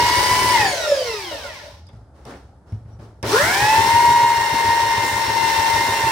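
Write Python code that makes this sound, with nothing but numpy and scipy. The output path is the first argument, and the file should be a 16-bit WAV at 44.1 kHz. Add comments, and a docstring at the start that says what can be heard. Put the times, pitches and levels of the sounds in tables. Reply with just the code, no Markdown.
"""A belt sander works a board in a wooden workshop: its drive whines, its grit rasps and its belt joint
thumps once a lap. Switched off and lifted, it coasts to a stop, the slack belt flapping and the drive
tones falling through the housing's resonances. It is set down with a scrape and a few bumps. Then it
restarts with a jolt, the strained gears growl, the tones climb, and the grit bites into the wood again."""
import sys
import numpy as np
from scipy import signal
from scipy.fft import rfft, irfft, next_fast_len
from scipy.io import wavfile
from scipy.ndimage import map_coordinates

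SR = 44100
rng = np.random.default_rng(int(sys.argv[2]) if len(sys.argv) > 2 else 0)


def dump(signal):
    """Clip the signal to [-1, 1] and save it as 16-bit WAV at the path in sys.argv[1]."""
    limited = np.clip(np.atleast_2d(signal).T, -1, 1)
    pcm = np.round(limited * 32767).astype(np.int16)
    wavfile.write(sys.argv[1], SR, pcm)


N = 269451
T = np.arange(N) / SR
HZ = np.fft.rfftfreq(N, 1 / SR)

OFF_S, ON_S = .531, 3.23  # power cut, power restored
FULL_HZ, STALL_HZ = 1000, 76  # whine pitch at full speed, and below which the belt goes slack
GEARBOX_HZ, GEARBOX_WIDTH_HZ = 1750, 550
MAINS_HZ, THROB_DEPTH = 50, .3
RASP_POWER, FIZZ_POWER, RATTLE_POWER = .9, 1.19, .68  # exponents of belt speed
LOW_CUT_HZ, TOP_HZ = 64, 15900
# Gear and fan tones as multiples of the whine
ORDERS, FAN_ORDERS = [2, 2.25, 3, 4, 4.5, 5, 6, 9, 12, 15], (2.25, 4.5)

# Tabulated levels are relative gains.
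# Whine pitch that the motor settles at under load: t/s, f/Hz
LOADED_PITCH = [(0, 952), (.22, 986), (.39, 1003), (.53, 990), (3.88, 952), (4.03, 959), (4.24, 945),
                (4.48, 926), (4.75, 930), (5.1, 920), (5.35, 918), (5.58, 907), (5.79, 924), (5.9, 924),
                (6.11, 898)]
# Whine as the sander is turned: t/s, left level/dB, right level/dB
WHINE_LEVELS = [(0, -11.5, -9.5), (.23, -13, -28), (.34, -10.5, -15.5), (.6, -12.5, -18), (.86, -13.5, -16),
                (.95, -9.5, -6.5), (1.13, -24, -26), (3.3, -9, -9), (3.54, -13, -19.5), (3.73, -9, -8),
                (3.87, -12, -19), (4.0, -6, -8), (4.24, -9.5, -10), (4.48, -15, -23), (4.72, -10, -13.5),
                (5.12, -18, -25), (5.42, -13, -31), (5.73, -11.5, -21.5), (5.97, -22.5, -22),
                (6.11, -15, -10.5)]
# Phase lag of the whine on the right: t/s, lag/cycles
WHINE_LAG = [(.6, .05), (.7, 0), (3.55, 0), (3.8, .1), (6.11, .11)]
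# Resonances crossed by the whine: f/Hz, half width/Hz, level/dB
WHINE_RESONANCES = [(441, 74, 10.5), (577, 34, 10), (928, 160, 13)]
# One row for each of ORDERS: first-pass level/dB, coasting level/dB, second-pass level/dB
ORDER_LEVELS = [(-1.5, -4.5, -0.5), (-4, 1.5, -2), (-3, -0.5, -1), (-14.5, -10.5, -5.5), (-11, -4, -4.5),
                (-8, -18, -21), (-23, 0.5, -10), (-15, -0.5, -22), (-27.5, -1.5, -28), (-30.5, -10.5, -30)]
# Housing resonances: f/Hz, width/Hz, level/dB
HOUSING_MODES = [(410, 130, 1), (578, 70, 5), (900, 160, 3), (1050, 90, 0), (1430, 110, 2), (1850, 260, 3),
                 (2150, 160, 3), (2600, 250, -2), (3150, 400, -1), (3800, 350, -3), (4800, 500, 3),
                 (5600, 450, 0), (6900, 600, -5), (9030, 300, 1)]
# Cut of the grit at full speed: t/s, rasp level/dB, fizz level/dB
GRIT_LEVELS = [(0, -26, -31.5), (.45, -27.5, -29), (.6, -25.5, -30.5), (.76, -30.5, -36),
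               (1.2, -31.5, -33.5), (1.6, -29.5, -36), (1.8, -32, -34), (3.23, -21, -18.5),
               (3.35, -18, -21), (3.45, -25.5, -24.5), (3.62, -26, -29), (4.02, -31.5, -32),
               (4.25, -33.5, -35), (5.02, -31.5, -35.5), (5.08, -33.5, -31), (5.3, -32, -36),
               (5.5, -29.5, -32.5), (6.11, -32, -32.5)]
# Pressure of belt on board: t/s, level/dB
PRESSURE = [(0, -0.5), (.3, 1.5), (.65, -1), (.76, -15.5), (1.8, -50), (3.225, -29.5), (3.245, 4),
            (3.45, -0.5), (3.8, -0.5), (4.3, -5.5), (5.2, -5), (6.11, -2)]
# Passes over the board: first joint slap t/s, end t/s, slap level/dB
SANDING_PASSES = [(0.026, .7, -28), (3.429, 6.11, -25.5)]
# Modes of board and bench: f/Hz, level/dB, T60/s
BENCH_MODES = [(70.5, -12, 0.49), (84.4, 8, 0.092), (104.8, 2.5, 0.2), (137, -5, 0.13), (226, -8, 0.12)]
# Bumps on the board: t/s, thud level/dB, clack level/dB, click level/dB, clack T60/s
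IMPACTS = [(1.868, -42, -59, -52, .1), (1.888, -54, -49, -53, 0.16), (1.932, -31.5, -58, -62, 0.14),
           (2.252, -34, -43, -42.5, .12), (2.307, -47, -36.5, -47, 0.14), (2.335, -41, -44.5, -58, 0.24),
           (2.722, -16.5, -43, -55, 0.054), (2.765, -34, -60, -75, .1), (2.851, -31, -58, -75, 0.14),
           (2.93, -35, -64, -72, .1), (2.99, -27, -48, -63, 0.15), (3.228, -19, -23.5, -27, 0.48)]
# Belt flapping on its rollers, and dragging on the board: t/s, duration/s, level/dB
BELT_FLAPS = [(0.711, 0.31, -27.5), (1.306, 0.029, -32), (1.424, .035, -35.5), (1.618, 0.048, -43)]
BELT_DRAGS = [(1.915, 0.048, -54.5), (2.137, 0.16, -52.5), (2.254, 0.055, -39), (2.658, 0.088, -52.5),
              (2.867, .05, -56), (2.992, .045, -46)]
# A high whistle, a clink and faint squeaks: t/s, duration/s, f/Hz, level/dB
WHISTLES = [(.13, .4, 8950, -40), (1.865, 0.0084, 4940, -53), (1.876, 0.017, 3530, -60),
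            (2.68, 0.067, 5550, -69.5), (2.907, 0.041, 5630, -71)]
# Spectral density of each noise: f/Hz, level/dB
RASP_SPECTRUM = [(900, -24), (1600, -40), (2100, 0), (2550, -1), (3300, 0.5), (4100, 2), (4900, -1),
                 (5600, 1.5), (6500, -7.5), (8000, -29.5), (12000, -45.5)]
FIZZ_SPECTRUM = [(4000, -4.5), (6500, -2), (7500, -0.5), (9000, -2.5), (10300, -4), (11500, -9),
                 (13500, -7.5), (15800, -8.5)]
RATTLE_SPECTRUM = [(100, -33.5), (220, -8.5), (350, -4.5), (600, 1), (740, 1.5), (950, 13), (1250, -1),
                   (1700, 5), (2200, -1.5), (3000, -4.5), (6000, -41.5)]
RUMBLE_SPECTRUM = [(25, -29.5), (50, -2.5), (70, 0), (115, -0.5), (185, -6), (240, -3.5), (290, -3),
                   (390, 5), (480, -2.5), (600, -8), (750, -23.5), (1500, -42.5)]
CLICK_SPECTRUM = [(300, -24.5), (1500, -7.5), (2800, -2.5), (3650, 2), (4300, -14), (5300, 5), (6400, -7),
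                  (10000, -2), (15000, -24.5)]
SCRAPE_SPECTRUM = [(60, -17), (250, 0.5), (800, -3.5), (1500, -12), (2500, -22.5), (4500, -23),
                   (5700, -24.5), (7000, -29), (10000, -31), (12000, -42), (16000, -39)]
FLAP_SPECTRUM = [(150, -47), (400, -13.5), (500, -8.5), (590, 1.5), (690, -3.5), (800, -18), (1100, -31),
                 (2000, -27)]
AIR_SPECTRUM = [(15, -48), (25, -25), (59, -4), (80, -5.5), (123, -15), (153, -21), (217, -24),
                (256, -25.5), (439, -31), (863, -29.5), (1020, -39.5), (1330, -36.5), (2690, -60),
                (10100, -59), (16000, -85.5)]
# Likeness of left and right: f/Hz, correlation/1
COHERENCE = [(200, .99), (500, 0.95), (1000, 0.72), (2000, 0.28), (4000, 0.3), (16000, 0)]
# Left minus right: f/Hz, level/dB
BALANCE = [(450, 0.5), (1200, 2), (2000, -1), (3300, 3.5), (5500, -7), (7200, 0.5), (9000, 3), (14000, 7)]
# Reverberation time of the workshop: f/Hz, T60/s
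ROOM_DECAY = [(100, 0.83), (1000, 0.24), (5000, 0.79), (14000, 0.29)]


def motor_pitch(friction_hz_per_s=504, air_drag_s=4.52, brake_hz=145, brake_s=.126):
    """Rotational inertia: unpowered, the rotor slows by bearing friction, fan drag and the board."""
    age = np.maximum(T - OFF_S, 0)
    friction = friction_hz_per_s * air_drag_s
    running = np.interp(np.minimum(T, OFF_S), *np.transpose(LOADED_PITCH))
    board_braking = brake_hz * np.tanh(age / brake_s)
    run_down = (running + friction) * np.exp(-age / air_drag_s) - friction - board_braking
    run_up = curve(LOADED_PITCH) * (1 - shortfall())
    return np.maximum(np.where(T > ON_S, run_up, run_down), 1)


def shortfall(spin_up_s=.195):
    """First-order lag: the share of speed the restarted motor has yet to gain decays exponentially."""
    return (T > ON_S) * np.exp(-np.maximum(T - ON_S, 0) / spin_up_s)


def strain(saturation=.49):
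    """Starting torque: gear load, 0 to 1, follows the shortfall in speed until it saturates."""
    return np.minimum(shortfall() / saturation, 1)


def whine(turns, hz, level_db=-2.5, valley_db=-14.5, cut_hz=340, pulley_order=.075):
    """Forced resonance: the drive tone swells at each peak, and an eccentric pulley modulates it."""
    peaks_db = sum(db * np.exp(-((hz - f) / width) ** 2) for f, width, db in WHINE_RESONANCES)
    response = amp(valley_db + peaks_db) / np.sqrt(1 + (cut_hz / hz) ** 12)
    swell = 1 + .15 * tone(pulley_order * turns, flutter=.5, flutter_hz=12)
    coasting = (T > OFF_S) * (T < ON_S)
    # The whine flutters under strain and wavers as it falls.
    judder = 1 + .47 * strain() * wander(110) + .36 * coasting * wander(45)
    phasor = np.exp(2j * np.pi * turns) * (1 + .13 * (wander(24) + 1j * wander(24)))
    left = amp(curve(WHINE_LEVELS, 1)) * np.real(phasor)
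    right = amp(curve(WHINE_LEVELS, 2)) * np.real(phasor * np.exp(-2j * np.pi * curve(WHINE_LAG)))
    return amp(level_db) * np.sqrt(2) * response * swell * judder * np.array([left, right])


def overtones(turns, hz, strain_db=10, backlash_db=3.5, fan_lead=.007, spread_turns=.16):
    """Rotational orders: gear and fan tones follow the shaft through the housing's resonances."""
    first = np.interp(T, [OFF_S, OFF_S + .1], [1, 0])
    second = 1. * (T > ON_S)
    coast = 1 - first - second
    load = np.maximum(strain(), .27)
    chatter = 1.3 * load + .23 * coast
    backlash = np.exp(-((T - OFF_S - .055) / .027) ** 2)  # the gears knock just after the power is cut
    gearbox_db = strain_db * strain() + backlash_db * backlash
    out = np.zeros((2, N))
    for order, (first_db, coast_db, second_db) in zip(ORDERS, ORDER_LEVELS):
        f = order * hz
        level_db = first * first_db + coast * coast_db + second * second_db + gearbox(f) * gearbox_db
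        gain = housing(f) * amp(level_db)
        gain *= (f < TOP_HZ) / np.sqrt(1 + (950 / f) ** 4)  # small parts radiate little bass
        if order > 3:
            gain *= 1 - second * np.clip((930 - hz) / 150, 0, .85)  # high orders need full speed
        gain *= amp(coast * (3.3 * wander(9) - 1))  # the falling tones fade in and out irregularly
        fan = order in FAN_ORDERS
        lead = fan * fan_lead * np.cumsum(hz * second) / SR  # fan tones run ahead in the second pass
        phase = order * (turns + lead) + rng.random()
        flutter = .24 if fan or order == 2 else .42 - .1 * coast
        for channel in out:
            offset = spread_turns * order * rng.random()
            partial = tone(phase + offset, flutter, flutter_hz=18) / np.sqrt(1 + 2 * flutter ** 2)
            channel += gain * partial * (1 + chatter * wander(150)) / np.sqrt(1 + chatter ** 2)
    out *= grit(hz, RASP_POWER, column=1) * throb(load * (1 - coast))
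    return .88 * out + .45 * room(out)


def growl(turns, hz, level_db=-19.5, order=3.25):
    """Random modulation: strained gear teeth spread one order into a rough, rising band."""
    band = unit(tone(order * turns, flutter=1.8, flutter_hz=130))
    grind = amp(level_db) * strain() * gearbox(order * hz) * throb(1) * band
    return .88 * grind + .45 * room(grind[None])


def throb(load):
    """Torque ripple: the motor's pull pulses twice in each mains cycle."""
    return 1 + THROB_DEPTH * load * np.cos(2 * np.pi * 2 * MAINS_HZ * T)


def gearbox(hz):
    """Resonance: the gearbox responds in one broad peak."""
    return np.exp(-((hz - GEARBOX_HZ) / GEARBOX_WIDTH_HZ) ** 2)


def housing(hz):
    """Modal response: the housing's peaks add in power over a base that falls in the treble."""
    base = amp(-8) / np.sqrt(1 + (hz / 7000) ** 4)
    peaks = sum(amp(db) ** 2 / (1 + (2 * (hz - f) / width) ** 2) ** 1.095
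                for f, width, db in HOUSING_MODES)
    return np.sqrt(base ** 2 + peaks)


def sanding(hz, free_rattle_db=-37, pressed_rattle_db=-25, rumble_db=-33.5):
    """Abrasion: grit tears at the wood and shakes the housing and, under pressure, the bench."""
    bite = amp(.63 * wander(45) + .65 * wander(220))
    press_db = curve(PRESSURE)
    contact = np.tanh(amp(press_db + 8)) ** 2
    shake = amp(free_rattle_db) + contact * amp(pressed_rattle_db + .25 * press_db)
    rasp = amp(-1.3) * grit(hz, RASP_POWER, column=1) * noise(spectrum(RASP_SPECTRUM), grain_db=2.2)
    fizz = grit(hz, FIZZ_POWER, column=2) * noise(spectrum(FIZZ_SPECTRUM), grain_db=1.2)
    rattle = shake * speed_gain(hz, RATTLE_POWER) * noise(spectrum(RATTLE_SPECTRUM) * housing(HZ))
    rumble = amp(rumble_db + press_db + 3.6 * wander(26)) * noise(spectrum(RUMBLE_SPECTRUM))
    return bite * (rasp + fizz + rattle) + rumble


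def grit(hz, power, column):
    """Abrasive excitation: amplitude grows with the cut of the grit and with its speed."""
    return amp(curve(GRIT_LEVELS, column)) * speed_gain(hz, power)


def speed_gain(hz, power):
    """Power law: belt noise grows with speed and vanishes as the belt stalls."""
    return (hz / FULL_HZ) ** power * np.tanh(hz / STALL_HZ)


def belt_joint(turns, cycles_per_lap=139.09, thud_db=5.5, slap_db=-2):
    """Periodic impact: the joint passes under the platen once a lap, striking harder under pressure."""
    laps = []
    for start, end, db in SANDING_PASSES:
        lap_turns = np.arange(*np.interp([start, end], T, turns), cycles_per_lap)
        for s in np.interp(lap_turns, turns, T):
            laps.append((s, db + np.interp(s, *np.transpose(PRESSURE)) + rng.standard_normal()))
    slaps = sum(amp(db) * blow(s, t60=.14, rise=.0054) for s, db in laps)
    thumps = amp(thud_db) * thuds(laps, rise=.0049, scatter=.1)
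    return thumps + amp(slap_db) * slaps * noise(spectrum(RUMBLE_SPECTRUM))


def handling(clack_top_hz=1300):
    """Impact and friction: the stopped sander bumps and scrapes; the last jolt is the motor starting."""
    body = noise(housing(HZ) / (1 + (HZ / clack_top_hz) ** 2))
    clacks = sum(amp(db) * blow(s, t60, rise=.003) for s, _, db, _, t60 in IMPACTS)
    clicks = sum(amp(db) * blow(s, t60=.018, rise=.0006) for s, _, _, db, _ in IMPACTS)
    drags = sum(amp(db) * rub(s, length, rise=.012, t60=.47) for s, length, db in BELT_DRAGS)
    scrape = drags * amp(.68 * wander(70)) * noise(spectrum(SCRAPE_SPECTRUM), grain_db=1)
    thumps = thuds(IMPACTS, rise=.0085, scatter=.07)
    return thumps + clacks * body + clicks * noise(spectrum(CLICK_SPECTRUM)) + scrape


def thuds(blows, rise, scatter):
    """Free vibration: soft blows ring the damped modes of board and bench, differently at each spot."""
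    out, t = np.zeros(N), np.arange(SR // 2) / SR
    for s, blow_db, *_ in blows:
        ring = np.zeros(len(t))
        for hz, db, t60 in BENCH_MODES:
            detuned = hz * (1 + scatter * rng.standard_normal())
            ring += amp(db - 60 * t / t60) * np.sin(2 * np.pi * detuned * t)
        ring *= 1 - np.exp(-t / rise)
        part = out[max(round(s * SR), 0):][:len(t)]
        part += amp(blow_db) * ring[:len(part)] / abs(ring).max()
    return out


def flapping():
    """Forced vibration: the slack belt flaps on its rollers and rings the housing."""
    flaps = sum(amp(db) * rub(s, length, rise=.01, t60=.33) for s, length, db in BELT_FLAPS)
    return flaps * amp(2 * wander(40)) * noise(spectrum(FLAP_SPECTRUM) * housing(HZ))


def whistles(half_width_hz=130):
    """Narrow-band noise: a whistle in sanding, then a clink and squeaks as the sander is handled."""
    out = np.zeros((2, N))
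    for s, length, hz, db in WHISTLES:
        band = noise(1 / (1 + ((HZ - hz) / half_width_hz) ** 2))
        out += amp(db) * rub(s, length, rise=.008, t60=.09) * band
    return out


def room(x):
    """Reverberation: sparse reflections decay at each band's own rate, most coherent in the bass."""
    size = SR // 2
    reflections = rng.standard_normal((2, size)) * (rng.random((2, size)) < .05) * (T[:size] > .005)
    hz, t, (left, right) = signal.stft(reflections, SR, nperseg=256)
    coherence = at_hz(COHERENCE, hz)[:, None]
    bands = np.array([left, coherence * left + np.sqrt(1 - coherence ** 2) * right])
    decay = amp(-60 * t / at_hz(ROOM_DECAY, hz)[:, None])
    tail = signal.istft(bands * decay, SR, nperseg=256)[1]
    return signal.fftconvolve(x, tail / np.linalg.norm(tail[0]), axes=1)[:, :N]


def room_air(level_db=-44):
    """Stationary noise: the workshop's faint, low background."""
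    return amp(level_db) * noise(spectrum(AIR_SPECTRUM))


def tone(turns, flutter, flutter_hz):
    """Narrow-band modulation: a partial fluctuates in amplitude and phase."""
    modulation = 1 + flutter * (wander(flutter_hz) + 1j * wander(flutter_hz))
    return np.sqrt(2) * np.real(np.exp(2j * np.pi * turns) * modulation)


def noise(gain, grain_db=0):
    """Partial coherence: coloured mid and side noise form a stereo pair; grain_db roughens it."""
    grains = amp(grain_db * np.repeat(rng.standard_normal(N // 16 + 1), 16)[:N])
    a, b = rng.standard_normal((2, N)) * grains
    coherence = at_hz(COHERENCE, HZ)
    mid = colour(a, gain * np.sqrt(1 + coherence))
    side = colour(b, gain * np.sqrt(1 - coherence))
    return np.array([mid + side, mid - side]) / np.std(mid)


def blow(s, t60, rise):
    """Exponential damping: the envelope of an impact at time s."""
    return rub(s, 0, rise, t60)


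def rub(s, length, rise, t60):
    """Sustained excitation: the envelope builds from time s for its length, then decays."""
    attack = 1 - np.exp(-np.maximum(T - s, 0) / rise)
    return attack * amp(-60 * np.clip((T - s - length) / t60, 0, 3))


def wander(hz):
    """Band-limited fluctuation: a smooth random signal of rms 1, up to about hz."""
    knots = rng.standard_normal(8192)
    return unit(map_coordinates(knots, [T * 2 * hz], order=2, mode="wrap"))


def colour(x, gain):
    """Linear filtering: the spectrum is multiplied by a gain given on HZ."""
    size = next_fast_len(N + 4096, True)
    response = np.interp(np.fft.rfftfreq(size, 1 / SR), HZ, gain)
    return irfft(rfft(x, size) * response, size)[..., :N]


def spectrum(rows):
    """Spectral envelope: tabulated levels as gains on HZ."""
    return amp(at_hz(rows, HZ))


def at_hz(rows, hz):
    """Interpolation in log frequency."""
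    f, value = np.transpose(rows)
    return np.interp(np.log(hz + 1), np.log(f + 1), value)


def curve(rows, column=1):
    """Linear interpolation in time."""
    rows = np.array(rows)
    return np.interp(T, rows[:, 0], rows[:, column])


def amp(db):
    """Amplitude ratio of a level in decibels."""
    return 10 ** (np.asarray(db) / 20)


def unit(x):
    """Normalisation to rms 1."""
    return x / np.sqrt(np.mean(x ** 2) + 1e-20)


def scene(room_db=-11):
    """Superposition: drive tones locked to one shaft speed add to belt noise, bumps and a quiet room."""
    hz = motor_pitch() * (1 + .001 * wander(14))
    turns = np.cumsum(hz) / SR  # phase of the whine in cycles
    noises = sanding(hz) + belt_joint(turns) + handling() + flapping() + whistles()
    machine = noises + amp(room_db) * room(noises) + overtones(turns, hz) + growl(turns, hz)
    side_gains = amp(np.array([[.5], [-.5]]) * at_hz(BALANCE, HZ))
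    placed = np.array([colour(x, gain) for x, gain in zip(machine, side_gains)])
    return whine(turns, hz) + placed + room_air()


def record(dry):
    """Band limiting: a high-pass removes the deep bass and a steep low-pass the highest treble."""
    high_pass = signal.butter(3, LOW_CUT_HZ, "high", fs=SR, output="sos")
    low_pass = signal.firwin(511, TOP_HZ, window=("kaiser", 9), fs=SR)
    return signal.oaconvolve(signal.sosfilt(high_pass, dry), low_pass[None], "same")


dry = scene()
out = record(dry)
dump(out)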